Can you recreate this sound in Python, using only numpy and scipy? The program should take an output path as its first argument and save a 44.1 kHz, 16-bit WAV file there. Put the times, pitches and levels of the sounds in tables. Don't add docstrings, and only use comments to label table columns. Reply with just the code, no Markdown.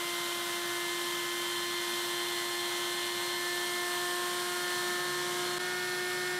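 import sys
import numpy as np
from scipy import signal
from scipy.fft import rfft, irfft
from scipy.io import wavfile
from scipy.ndimage import uniform_filter1d

SR = 44100
rng = np.random.default_rng(int(sys.argv[2]) if len(sys.argv) > 2 else 0)


def wrap_up_sound(samples):
    columns = np.atleast_2d(samples).T
    tamed = np.clip(columns, -1, 1)
    steps = np.round(tamed * 32767).astype(np.int16)
    wavfile.write(sys.argv[1], SR, steps)


N = 281799
T = np.arange(N) / SR
BREAK_S, RETURN_S = 5.5842, 0.017
AFTER = T >= BREAK_S

# start_s [s], speed_hz [turns/s]
SHAFT_SPEED = [(.17, 347.7), (1.0, 348.6), (1.55, 349), (2.1, 350.1), (3.2, 351.6), (4.03, 354.2),
               (4.58, 355.5), (5.5, 355.9)]
SPEED_AFTER_HZ = 360.9
# start_s [s], cut_depth [0-1], easing [0-1], workpiece_drawn_away [0-1]
LOAD_COURSE = [(0, 0, 0.05, 0), (1.1, 0, 0, 0), (2.2, 0.96, 0, 0.03), (3.3, 1, 0.03, 0), (3.7, 0.95, .6, 0),
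               (4.2, 1, 0.95, 0), (4.7, 1, 0.99, 0), (5.15, 1, 1, 0.76), (5.57, 1, 0.99, 1)]
# multiple [shaft rates], shallow_db [dB rms], deep_db [dB rms],
# eased_db [dB rms], after_break_db [dB rms]
LOUD_MULTIPLES = [(1, -41, -41, -40.5, -40), (2, -51, -53, -47, -49), (3, -46, -46.5, -45.5, -57),
                  (4, -54.5, -58.5, -49, -44), (5, -46, -46.5, -40, -40.5), (6, -45, -46.5, -51, -47),
                  (9, -48, -48, -60, -62), (10, -54, -48, -62, -66), (12, -53.5, -46.5, -49, -50.5),
                  (24, -67, -55.5, -59.5, -60)]
# middle_s [s], multiple [shaft rates], length_s [s], peak_db [dB]
MULTIPLE_SWELLS = [(.1, 5, 1.5, -8), (.3, 4, .7, 3), (.2, 9, .5, -3), (.3, 1, 1.3, -1.8), (1.05, 4, .7, -8),
                   (1.3, 12, .3, -4), (1.4, 2, 1.6, -8.5), (1.4, 9, 1, 4), (1.55, 6, .4, -4),
                   (1.55, 12, .4, 2.5), (1.85, 24, .5, -8), (3.05, 4, 1.2, -10), (3.503, 5, .6, 5.5),
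                   (3.5, 9, .35, -6), (3.55, 10, 0.77, -12), (3.75, 6, 0.61, 5), (3.68, 9, .3, 7),
                   (4.02, 9, .35, 8), (3.95, 5, .6, 2), (4.0, 2, 0.57, 3.5), (4.15, 24, 1.7, 8),
                   (4.25, 3, 0.86, 4), (4.22, 6, .6, -7), (4.453, 5, 0.74, -6), (4.58, 4, 0.5, 5.5),
                   (4.6, 9, .3, 5), (4.95, 12, .7, 3.5), (5.12, 3, .4, 2), (5.13, 2, .35, -4),
                   (5.3, 12, .25, -6), (5.418, 5, 0.48, -12), (5.48, 12, .2, 4), (5.87, 3, .25, -10),
                   (6.073, 12, 0.28, -9), (6.3, 1, 0.71, 2)]
DRAWN_SHAFT_DB = 1.8
# multiple [shaft rates], before_break_db [dB rms], after_break_db [dB rms]
FAINT_MULTIPLES = [(7, -61, -58.5), (8, -58.5, -57.5), (11, -57.5, -64), (13, -62.5, -68), (14, -63.5, -60),
                   (16, -63, -70), (36, -76, -66)]

RIPPLE_HZ = 120
# shaft_multiple [shaft rates], ripple_multiple [ripple rates],
# shallow_db [dB rms], deep_db [dB rms], after_break_db [dB rms]
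RIPPLE_SIDE_TONES = [(0, 1, -68, -69, -70), (1, 2, -65, -66, -66), (1, -2, -76, -69, -72),
                     (2, 1, -64, -56, -68), (2, 2, -67, -58, -79), (3, -1, -67, -57, -79),
                     (3, -2, -65.5, -64, -68), (3, 2, -63, -65, -71), (4, 1, -57, -59, -67),
                     (4, -1, -58, -61.5, -72), (4, 2, -63, -62, -65), (5, -2, -56.5, -53.5, -66),
                     (5, -1, -68, -61, -65), (5, 1, -53.5, -52.5, -57), (5, 2, -62, -66, -73),
                     (6, -2, -65, -61, -57), (6, -1, -55.5, -51.5, -72), (6, 2, -59.5, -64, -80),
                     (7, -1, -71, -60.5, -80), (7, 1, -65, -67, -70), (8, -2, -69, -66, -74),
                     (8, 1, -69, -55, -72), (9, -1, -59, -56, -74), (9, 1, -59, -54, -70),
                     (10, 1, -70, -58, -75), (10, -2, -68, -64, -62), (11, -2, -67, -65, -75),
                     (11, 1, -66, -60, -77), (12, 1, -70, -58, -74), (12, -2, -70, -60, -80),
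                     (13, -1, -70, -66, -78), (14, -2, -76, -73, -80)]
RIPPLE_EASED_DB, RIPPLE_DRAWN_DB = -6, -4
EASED_DEPTH = .6

CAGE_RATIO = .415
# shaft_multiple [shaft rates], cage_multiple [cage rates],
# ripple_multiple [ripple rates], before_break_db [dB rms], after_break_db [dB rms]
CAGE_SIDE_TONES = [(1, -1, 0, -62.5, -64.5), (1, 1, 0, -63, -68), (2, 1, 0, -64, -75),
                   (3, -1, 0, -55.5, -55), (3, 2, 0, -66, -63), (4, -1, 0, -51, -63),
                   (4, 1, 0, -58.5, -53.5), (5, -1, 0, -50.5, -54.5), (5, 1, 0, -57.5, -60),
                   (5, 2, 0, -59, -61), (5, -2, 0, -62, -63), (6, -1, 0, -62, -67), (6, 1, 0, -59, -60),
                   (6, 2, 0, -73, -67), (6, -2, 0, -69, -69), (7, -1, 0, -62, -59), (8, 1, 0, -68, -64),
                   (14, 1, 0, -62, -62), (4, -1, -1, -77, -63), (4, -1, 1, -71, -63), (4, 1, 1, -77, -63),
                   (5, -1, -1, -60, -62), (6, -1, -1, -61, -67), (6, -1, 1, -69, -65)]
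CAGE_START_DB, CAGE_HUSH_DB_PER_S, CAGE_DEEP_DB = -7.5, -10, -23
CAGE_EASED_DB, CAGE_DRAWN_DB = -1, 2
HUM_DB, HUM_EASED_DB, HUM_DRAWN_DB, HUM_AFTER_DB = -78, 13, 11, -58

# frequency_hz [Hz], before_break_db [dB per Hz], after_break_db [dB per Hz]
ROAR_SPECTRUM = [(35, -106, -108), (55, -99, -101), (100, -91.5, -92), (130, -83, -84), (197, -78.5, -76.5),
                 (423, -83, -81), (556, -78.5, -80), (780, -82, -77), (1500, -77, -77), (2470, -81.5, -82),
                 (4700, -80.5, -81), (8600, -80, -83.5), (12250, -83, -88.5), (14000, -87, -94),
                 (15000, -95.5, -95)]
# centre_hz [Hz], width_hz [Hz], before_break_db [dB], after_break_db [dB]
HOLLOWS_AND_NOTCHES = [(976, 163, 8, -3), (1254, 79, 4, 6), (1860, 150, 1.5, 1), (2090, 74, 3, -2),
                       (2390, 90, -1, 1), (3088, 350, 9.5, 4), (3400, 260, 3, 5), (3604, 400, 6, 3.5),
                       (4000, 160, 5, 6), (4270, 135, 5, 5.5), (5080, 100, 1.5, 4), (5640, 210, 1, 2),
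                       (6100, 300, 1.5, 1), (6430, 170, -3.5, -7), (6930, 200, -3, -2), (7550, 300, 0, 2.5),
                       (8020, 220, -3, -3), (9700, 290, -3.5, -1), (10100, 360, 1.5, 5),
                       (11300, 670, -4, 2.5)]
# eased_db [dB], drawn_away_db [dB]
ROAR_LOAD_SHIFT = [(.7, 1.5), (-.3, -1.2), (.5, -.3), (.3, -2.5)]
TOP_HZ = 15655


def shaft_multiples(shaft):
    whine = 0
    for multiple, *levels_db in LOUD_MULTIPLES:
        waver_db = .45 * np.sqrt(multiple)
        waver_rad = .0012 * multiple ** 2 + .01 * multiple
        whine = whine + tone(multiple * shaft, loud_db(multiple, *levels_db), waver_db, waver_rad)
    for multiple, early_db, late_db in FAINT_MULTIPLES:
        whine = whine + tone(multiple * shaft, np.where(AFTER, late_db, early_db), 2.3, .3)
    return whine


def loud_db(multiple, shallow_db, deep_db, eased_db, late_db):
    depth, ease, drawn = load()
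    cut_db = shallow_db + depth * (deep_db - shallow_db)
    level_db = np.where(AFTER, late_db, cut_db + ease * (eased_db - cut_db))
    if multiple == 1:
        level_db = level_db + DRAWN_SHAFT_DB * drawn
    for middle_s, which, length_s, peak_db in MULTIPLE_SWELLS:
        if which == multiple:
            position = np.clip((T - middle_s) / length_s, -.5, .5)
            level_db = level_db + peak_db * np.cos(np.pi * position) ** 2
    return level_db


def ripple_tones(shaft):
    depth, ease, drawn = load()
    depth = depth * (1 - ease * (1 - EASED_DEPTH))
    ease_db = RIPPLE_EASED_DB * ease + RIPPLE_DRAWN_DB * drawn
    tones = 0
    for shaft_multiple, ripple_multiple, shallow_db, deep_db, late_db in RIPPLE_SIDE_TONES:
        turns = shaft_multiple * shaft + ripple_multiple * RIPPLE_HZ * T
        early_db = shallow_db + depth * (deep_db - shallow_db) + ease_db
        tones = tones + tone(turns, np.where(AFTER, late_db, early_db), 2.34, .4)
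    return tones


def cage_tones(shaft):
    _, ease, drawn = load()
    cut_db = np.maximum(CAGE_START_DB + CAGE_HUSH_DB_PER_S * T, CAGE_DEEP_DB)
    rattle_db = cut_db + ease * (CAGE_EASED_DB - cut_db) + CAGE_DRAWN_DB * drawn
    hum_db = np.where(AFTER, HUM_AFTER_DB, HUM_DB + HUM_EASED_DB * ease + HUM_DRAWN_DB * drawn)
    tones = tone(CAGE_RATIO * shaft, hum_db, 1.5, .2)
    for shaft_multiple, cage_multiple, ripple_multiple, early_db, late_db in CAGE_SIDE_TONES:
        turns = (shaft_multiple + cage_multiple * CAGE_RATIO) * shaft + ripple_multiple * RIPPLE_HZ * T
        tones = tones + tone(turns, np.where(AFTER, late_db, early_db + rattle_db), 1.4, .16)
    return tones


def fan_roar(shaft):
    beat = 1 + .08 * np.sin(2 * np.pi * shaft)
    beat += .06 * np.sin(2 * np.pi * RIPPLE_HZ * T)
    beat += .04 * np.sin(4 * np.pi * RIPPLE_HZ * T)
    air = rfft(beat * undb(.5 * walk(14)) * rng.standard_normal(N))
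    hz = np.maximum(np.arange(len(air)) * SR / N, 1)
    early_air = air * roar_gain(hz, 1)
    late_air = air * roar_gain(hz, 2)
    _, ease, drawn = load()
    low_db, rasp_db, rest_db, top_db = (
        eased_db * ease + drawn_db * drawn for eased_db, drawn_db in ROAR_LOAD_SHIFT)
    roar = 0
    for step in range(-15, 13):
        share = np.clip(1 - abs(3 * np.log2(hz / 1000) - step), 0, 1)
        band = np.where(AFTER, irfft(late_air * share, N), irfft(early_air * share, N))
        if step < -1:
            shift_db = low_db
        elif step in (4, 5):
            shift_db = rasp_db
        elif step > 9:
            shift_db = top_db
        else:
            shift_db = rest_db
        roar = roar + band * undb(shift_db + .39 * walk(6))
    return roar


def roar_gain(hz, column):
    spectrum = np.array(ROAR_SPECTRUM, float)
    level_db = np.interp(np.log(hz), np.log(spectrum[:, 0]), spectrum[:, column])
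    for centre_hz, width_hz, *heights_db in HOLLOWS_AND_NOTCHES:
        level_db += heights_db[column - 1] / (1 + (2 * (hz - centre_hz) / width_hz) ** 2)
    return undb(level_db) * np.sqrt(SR / 2)


def load():
    return [np.where(AFTER, 0, np.clip(curve(LOAD_COURSE, c), 0, 1)) for c in (1, 2, 3)]


def tone(turns, db, waver_db, waver_rad):
    phase = 2 * np.pi * (turns + rng.random()) + waver_rad * walk(25)
    return np.sqrt(2) * undb(db + waver_db * walk(12)) * np.sin(phase)


def walk(rate):
    hold = int(SR / rate)
    steps = np.repeat(rng.standard_normal(N // hold + 1), hold)
    return 1.14 * uniform_filter1d(uniform_filter1d(steps, hold), hold)[:N]


def curve(rows, column=1):
    rows = np.array(rows, float)
    return np.interp(T, rows[:, 0], rows[:, column])


def undb(db):
    return 10 ** (np.asarray(db) / 20)


def scene():
    speed_hz = np.where(AFTER, SPEED_AFTER_HZ, curve(SHAFT_SPEED))
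    shaft = np.cumsum(speed_hz) / SR
    motor = shaft_multiples(shaft) + ripple_tones(shaft) + cage_tones(shaft)
    fade = np.where(AFTER, np.clip(.05 + (T - BREAK_S) / RETURN_S, 0, 1), 1)
    return np.tile(fade * (motor + fan_roar(shaft)), (2, 1))


def record(dry):
    return signal.sosfilt(signal.ellip(16, .2, 70, TOP_HZ, fs=SR, output="sos"), dry)


dry = scene()
out = record(dry)
wrap_up_sound(out)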